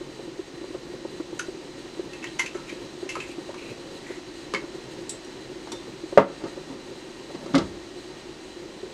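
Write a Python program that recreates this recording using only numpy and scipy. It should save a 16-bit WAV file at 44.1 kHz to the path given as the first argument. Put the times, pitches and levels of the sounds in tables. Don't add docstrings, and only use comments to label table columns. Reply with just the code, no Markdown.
import sys
import numpy as np
from scipy import signal
from scipy.fft import rfft, irfft, next_fast_len
from scipy.io import wavfile
from scipy.ndimage import uniform_filter1d, minimum_filter1d, map_coordinates

SR = 44100
rng = np.random.default_rng(int(sys.argv[2]) if len(sys.argv) > 2 else 0)


def master(y):
    cut = np.clip(np.atleast_2d(y).T, -1, 1)
    pcm = np.round(cut * 32767)
    wavfile.write(sys.argv[1], SR, pcm.astype(np.int16))


N = 394228

# time in seconds, boom in dB, hiss in dB.
FLAME_RIDE = [(0.0, -42, -49.5), (3.16, -41, -47.5), (8.94, -43.5, -48.5)]
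# frequency in Hz, spectral level in dB.
ROAR_SPECTRUM = [(12, -50), (20, -14), (53, -18), (74, -18), (171, -17), (306, -4), (352, 3), (427, -15),
                 (534, -15), (767, -16), (958, -18), (1230, -21), (3000, -23), (6360, -27.5), (15500, -66)]
# centre in Hz, width in Hz, gain in dB.
JET_BANDS = [(1862, 67, 3.5), (2880, 360, -3.5), (4038, 134, 5), (4670, 31, 2.5), (6510, 240, -8),
             (8180, 1010, -10.5)]
# centre in Hz, width in Hz, gain in dB.
GAP_MODES = [(137, 35, -7), (238, 102, -10.5), (365, 48, -0.5), (540.6, 51, -9), (912, 90, -19.5)]
def flame():
    times, boom_db, hiss_db = np.transpose(FLAME_RIDE)
    t = np.arange(N) / SR
    roar = unit(filtered(rng.standard_normal(N), lambda hz: amp(along(ROAR_SPECTRUM, hz))))
    flicker_db = 0.2 * wobble(4)
    whistle = amp(-4.5 + 1.45 * wobble(25)) * resonant(JET_BANDS)
    hiss = amp(np.interp(t, times, hiss_db) + flicker_db) * (amp(6) * roar + whistle)
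    surge_db = 1.5 * wobble(5) + 2.8 * wobble(35)
    boom = amp(np.interp(t, times, boom_db) - 2.5) * unit(amp(surge_db) * resonant(GAP_MODES))
    return hiss + boom


# pitch in Hz, gain in dB, 60 dB decay in seconds before gating.
POP_MODES = [(352.4, -1, 0.35), (534, 6.5, 0.057), (923, -5.5, 0.035)]
# start in seconds, level in dB, offset of overtones and breath in dB.
FLAME_POPS = [(0.009, -27, -7.5), (0.089, -28.5, -21), (0.191, -27, -12.5), (0.391, -23, -16.5),
              (0.612, -30, -14), (0.639, -27.5, -7), (0.746, -21, -13.5), (0.936, -28, -17),
              (1.049, -26, -10), (1.199, -22, -11), (1.326, -25, -14), (1.483, -23.5, -16),
              (1.992, -21, -15), (2.551, -23, -15), (2.724, -27.5, -20), (3.027, -22, -17),
              (3.061, -28, -13), (3.166, -26.5, -1.5), (3.382, -24.5, -14), (3.491, -27.5, -4),
              (4.103, -25.5, -14), (4.637, -25.5, -8.5), (6.035, -25.5, -19), (6.124, -19.5, -11.5),
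              (6.572, -27, -11), (8.83, -23, -19)]
def flame_pops():
    out = np.zeros(N)
    gate_s, detune_hz, settle_s = 0.015, 14.8, 3
    t = np.arange(SR // 20) / SR
    gate = np.exp(-(t / gate_s) ** 4)
    hz, mode_db, t60 = np.transpose(POP_MODES)
    small_pops = [(start % (N / SR), -30, -15) for start in rng.exponential(settle_s, size=8)]
    for start, db, overtone_db in FLAME_POPS + small_pops:
        pitches = hz + detune_hz * rng.standard_normal()
        levels = mode_db + overtone_db * (hz > hz[0])
        tones = ring(pitches, levels, t60, 0.0017, scatter_db=3.5, chatter=0.74, size=len(t))
        add(out, start, amp(db) * tones * gate)
        add(out, start, amp(db + overtone_db - 4) * puff(450, 1160, 0.11, 0.0016))
    return out


# pitch in Hz, gain in dB, 60 dB decay in seconds.
BASE_MODES = [(149.6, -2.5, 0.15), (202.3, 2, 0.18), (277.6, -15, 0.35), (344, -3.5, 0.15),
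              (472, -0.5, 0.13), (543, 3, 0.094), (640, 2, 0.096), (818, -3, 0.075), (924, -4.5, 0.17),
              (1076, -8, 0.13), (1150, -1.5, 0.1), (1305, -1.5, 0.17), (1410, -15, 0.21), (1650, -8, 0.15),
              (2073, -3, 0.12), (2780, -9.5, 0.1)]
# start in seconds, level in dB, thud in Hz, rattle offset in dB.
PAN_KNOCKS = [(4.537, -22, 427, -1.5), (5.673, -33, 900, -5), (5.719, -31.5, 990, 2.5),
              (6.1748, 2, 550, -30), (6.438, -24.5, 348, -13), (6.7, -31.5, 277, -18),
              (7.347, -29, 302, -9), (7.459, -27.5, 344, -9), (7.537, -23, 170, -10),
              (7.545, -14.5, 1220, -15), (7.55, -19, 1400, 1.5), (7.557, -17, 570, -7.5),
              (7.579, -20, 323, -2), (7.589, -25, 400, -14), (7.61, -27, 280, -27)]
# start and end in seconds, favoured pitch in Hz, level in dB.
PAN_SLIDES = [(6.399, 6.48, 447, -35), (6.56, 6.78, 250, -47), (7.289, 7.319, 400, -38),
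              (7.379, 7.46, 214, -37), (7.473, 7.535, 215, -38), (7.6, 7.803, 200, -47)]
def pan_knocks_and_slides():
    out = np.zeros(N)
    hz, mode_db, t60 = np.transpose(BASE_MODES)
    for start, db, thud_hz, rattle_db in PAN_KNOCKS:
        thud_t60 = 0.062 * (300 / thud_hz) ** 2.08
        octaves = np.abs(np.log2(hz / thud_hz))
        falloff_db = -6 * octaves ** 2 / (1 + octaves)
        thud = ring([thud_hz], [0], thud_t60, 0.0017, scatter_db=0, chatter=0.18)
        clang = ring(hz, mode_db + falloff_db, t60, 0.0019, scatter_db=2, chatter=1.4)
        wash = puff(380, 1410, 0.29, 0.0012)
        rattle = puff(2520, 5470, 0.054, 0.00095)
        knock = -amp(0.5) * thud - amp(-3) * clang + amp(-14) * wash + amp(rattle_db) * rattle
        add(out, start, amp(db) * knock)
    for start, end, centre_hz, db in PAN_SLIDES:
        bands = [(f, 80, gain - 8 * abs(np.log2(f / centre_hz))) for f, gain, _ in BASE_MODES]
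        add(out, start, amp(db) * swell(start, end) * friction(bands, rate=48, rough_db=3))
    return out


SET_DOWN_S, SEATED_S = 7.538, 7.576
def pan_rocking():
    beat_hz, rise_s, stop_s = 275, 0.003, 0.004
    t = np.arange(SR // 10) / SR
    phase = 2 * np.pi * beat_hz * t
    beats = amp(-13.5) * np.cos(2 * phase) - np.cos(phase)
    rise = 1 - np.exp(-t / rise_s)
    choke = np.exp(-np.maximum(t - (SEATED_S - SET_DOWN_S), 0) / stop_s)
    out = np.zeros(N)
    add(out, SET_DOWN_S, amp(-13) * rise * choke * beats)
    return out


# pitch in Hz, gain in dB.
CAP_LOW_MODES = [(1030, 13), (1490, 8.5), (1640, 7.5)]
CAP_MID_MODES = [(1793, 10), (2130, 15), (2466, -16), (2640, 11.5), (2988, 11), (4210, 4), (4689, 5)]
CAP_HIGH_MODES = [(5410, 1), (5880, 10), (6180, 14), (6724, 9), (7180, 12.5), (8048, -6.5), (10260, 5.5),
                  (11690, -6)]
# start in seconds, level in dB, main pitch in Hz, treble offset in dB,
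# 60 dB decay of the main pitch in seconds.
CAP_CLINKS = [(1.3914, -26, 5990, 0.5, 0.051), (1.395, -17, 1477, -22, 0.047),
              (2.132, -29.5, 2680, -10.5, 0.045), (2.224, -29.5, 2640, -18, 0.2),
              (2.241, -21.5, 1853, -11, 0.039), (2.268, -28, 3180, -24, 0.036),
              (2.389, -24, 6060, -13, 0.06), (2.394, -11, 2103, -10.5, 0.1), (2.46, -23, 2650, -8.5, .08),
              (2.544, -33, 1340, -12, 0.27), (2.693, -29, 2290, -11, 0.075), (3.090, -23, 2705, -7, 0.16),
              (3.153, -19, 1270, -20, 0.076), (3.202, -21, 2605, -19, 0.07), (3.542, -30, 1190, -14, 0.042),
              (4.538, -14, 1153, -14, 0.025), (4.547, -13, 2132, -24, 0.072)]
# start and end in seconds, squeak in Hz, squeak in dB, rustle in dB.
CAP_TURNS = [(2.434, 2.5, 2600, -47.5, -65), (2.662, 2.747, 2370, -45.5, -60),
             (3.09, 3.204, 2550, -46, -60), (3.17, 3.27, 2240, -46, -60), (3.252, 3.35, 2490, -46.5, -56),
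             (3.525, 3.77, 2530, -47.5, -66), (4.007, 4.204, 2000, -47.5, -59.5)]
def bottle_cap():
    out = np.zeros(N)
    for start, db, hz, high_db, t60 in CAP_CLINKS:
        attack = 0.0045 * 2 ** (-(db + 30) / 4)
        low_db = -4 - 10 * np.log2(hz / 1000)
        mid_db = -6.5 - 2 * abs(np.log2(hz / 2400))
        add(out, start, amp(db - 9) * ring([hz], [0], t60, attack, scatter_db=0, chatter=1.5))
        registers = [(CAP_LOW_MODES, low_db, 0.9 * t60), (CAP_MID_MODES, mid_db, 0.45 * t60),
                     (CAP_HIGH_MODES, high_db, 0.5 * t60)]
        for modes, register_db, decay in registers:
            clink = ring(*np.transpose(modes), decay, attack, scatter_db=3, chatter=2.3)
            add(out, start, amp(db + register_db) * clink)
        add(out, start, amp(db + high_db - 2) * puff(1500, 6800, 1.1 * t60, attack))
    for start, end, hz, squeak_db, rustle_db in CAP_TURNS:
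        squeak = amp(squeak_db) * friction([(hz, 350, 0)], rate=99.4, rough_db=3.5)
        rustle = amp(rustle_db) * friction([(7200, 800, 0)], rate=60, rough_db=6)
        add(out, start, swell(start, end) * (squeak + rustle))
    return out


# pitch in Hz, gain in dB, 60 dB decay in seconds.
RIM_MODES = [(3560, 7, 0.43), (4080, 6, 0.049), (5500, -1, 0.17), (5770, 10, 0.07), (6840, 4, 0.061),
             (7500, 2, 0.11), (7920, 4, 0.082), (8040, -4, 0.24), (8650, 2, 0.066), (9250, 3, 0.071),
             (12600, -15, .1)]
# start in seconds, level in dB, centre in Hz, spread in octaves.
HEAT_TICKS = [(5.093, -20, 7900, 0.15), (5.094, -36, 5440, 0.03), (5.245, -39, 5600, 0.45),
              (5.718, -26.5, 5700, 1.2)]
def steel_ticks():
    out = np.zeros(N)
    hz, mode_db, t60 = np.transpose(RIM_MODES)
    for start, db, centre_hz, spread in HEAT_TICKS:
        falloff_db = -6 * np.abs(np.log2(hz / centre_hz)) / spread
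        ping = ring(hz, mode_db + falloff_db, t60, 0.00084, scatter_db=-0.5, chatter=0.74)
        add(out, start, amp(db - 2) * ping)
        add(out, start, amp(db - 7) * puff(3100, 9500, 0.074, 0.0018))
    return out


def stove_shudder():
    out = np.zeros(N)
    add(out, SET_DOWN_S, amp(-36) * puff(35, 100, t60=0.93, attack=0.03))
    return out


def mains_hum(hz=48.5, db=-60.5):
    return amp(db + 1.7 * wobble(3.03)) * np.sin(2 * np.pi * hz * np.arange(N) / SR)


# frequency in Hz, 60 dB decay in seconds.
ROOM_DECAY = [(150, 0.35), (1000, 0.2), (4000, 0.21), (12000, 0.17)]
def kitchen_reverb(send):
    hz, t, spectrum = signal.stft(rng.standard_normal(SR // 2), SR, nperseg=256)
    decay = amp(-60 * t / along(ROOM_DECAY, hz)[:, None])
    tail = signal.istft(spectrum * decay, SR, nperseg=256)[1]
    predelayed = np.pad(send, (250, 0))
    return signal.fftconvolve(predelayed, tail / np.linalg.norm(tail))[:N]


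def amp(db):
    return 10 ** (np.asarray(db) / 20)


def unit(x):
    return x / np.sqrt(np.mean(x ** 2) + 1e-20)


def along(points, hz):
    freqs, values = np.transpose(points)
    return np.interp(np.log(hz + 1), np.log(freqs + 1), values)


def wobble(rate, size=N):
    knots = rng.standard_normal(int(size * rate / SR) + 4)
    return map_coordinates(knots, [np.arange(size) * rate / SR])


def filtered(x, response):
    size = next_fast_len(len(x) + SR // 4)
    return irfft(rfft(x, size) * response(np.fft.rfftfreq(size, 1 / SR)), size)[:len(x)]


def resonant(peaks, size=N):
    def response(f):
        return sum((-1) ** k * amp(db) * 1j * f * width / (hz * hz - f * f + 1j * f * width)
                   for k, (hz, width, db) in enumerate(peaks))
    return unit(filtered(rng.standard_normal(size), response))


def friction(peaks, rate, rough_db):
    return unit(amp(rough_db * wobble(rate, size=SR // 2)) * resonant(peaks, size=SR // 2))


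def ring(hz, db, t60, attack, scatter_db, chatter, size=SR // 3):
    t = np.arange(size) / SR
    levels = np.asarray(db) + scatter_db * rng.standard_normal(len(hz))
    steps = uniform_filter1d(rng.standard_normal((len(hz), size)), size=24)
    walk = np.cumsum(steps, axis=1) / np.sqrt(SR / 100)
    drift = chatter * np.sqrt(np.reshape(hz, (-1, 1)) / 1000) * walk
    decays = amp(levels[:, None] - 60 * t / np.reshape(t60, (-1, 1)))
    modes = decays * np.sin(2 * np.pi * np.outer(hz, t) + drift)
    x = modes.sum(axis=0) * (1 - np.exp(-t / attack))
    return x / np.abs(x).max()


def puff(lo_hz, hi_hz, t60, attack):
    t = np.arange(SR // 3) / SR
    band = signal.butter(2, [lo_hz, hi_hz], "bandpass", fs=SR, output="sos")
    noise = signal.sosfilt(band, rng.standard_normal(len(t)))
    x = noise * amp(-60 * t / t60) * (1 - np.exp(-t / attack))
    return x / np.abs(x).max()


def swell(start, end):
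    return np.sin(np.pi * np.clip(np.arange(SR // 2) / SR / (end - start), 0, 1))


def add(track, start, x):
    part = track[round(start * SR):][:len(x)]
    part += x[:len(part)]


def scene():
    cap = bottle_cap()
    pan = steel_ticks() + pan_knocks_and_slides()
    room = kitchen_reverb(amp(-5.5) * cap + amp(-9) * pan)
    off_axis = signal.butter(3, [110, 10500], "bandpass", fs=SR, output="sos")
    hits = signal.sosfilt(off_axis, cap + pan + pan_rocking() + room)
    hum = mains_hum()
    return (flame() + flame_pops() + hits + stove_shudder() + hum)[None]


def record(dry):
    threshold, top_hz = 0.6, 15500
    hold, ease = round(0.06 * SR), round(0.09 * SR)
    needed = np.minimum(1, threshold / (np.abs(dry[0]) + 1e-9))
    held = minimum_filter1d(needed, hold, origin=(hold - 1) // 2)
    gain = uniform_filter1d(held, ease, origin=(ease - 1) // 2)
    clipped = np.clip(dry[0] * gain, -1, 1)
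    return filtered(clipped, lambda hz: 1 / (1 + (hz / top_hz) ** 80))[None]


dry = scene()
out = record(dry)
master(out)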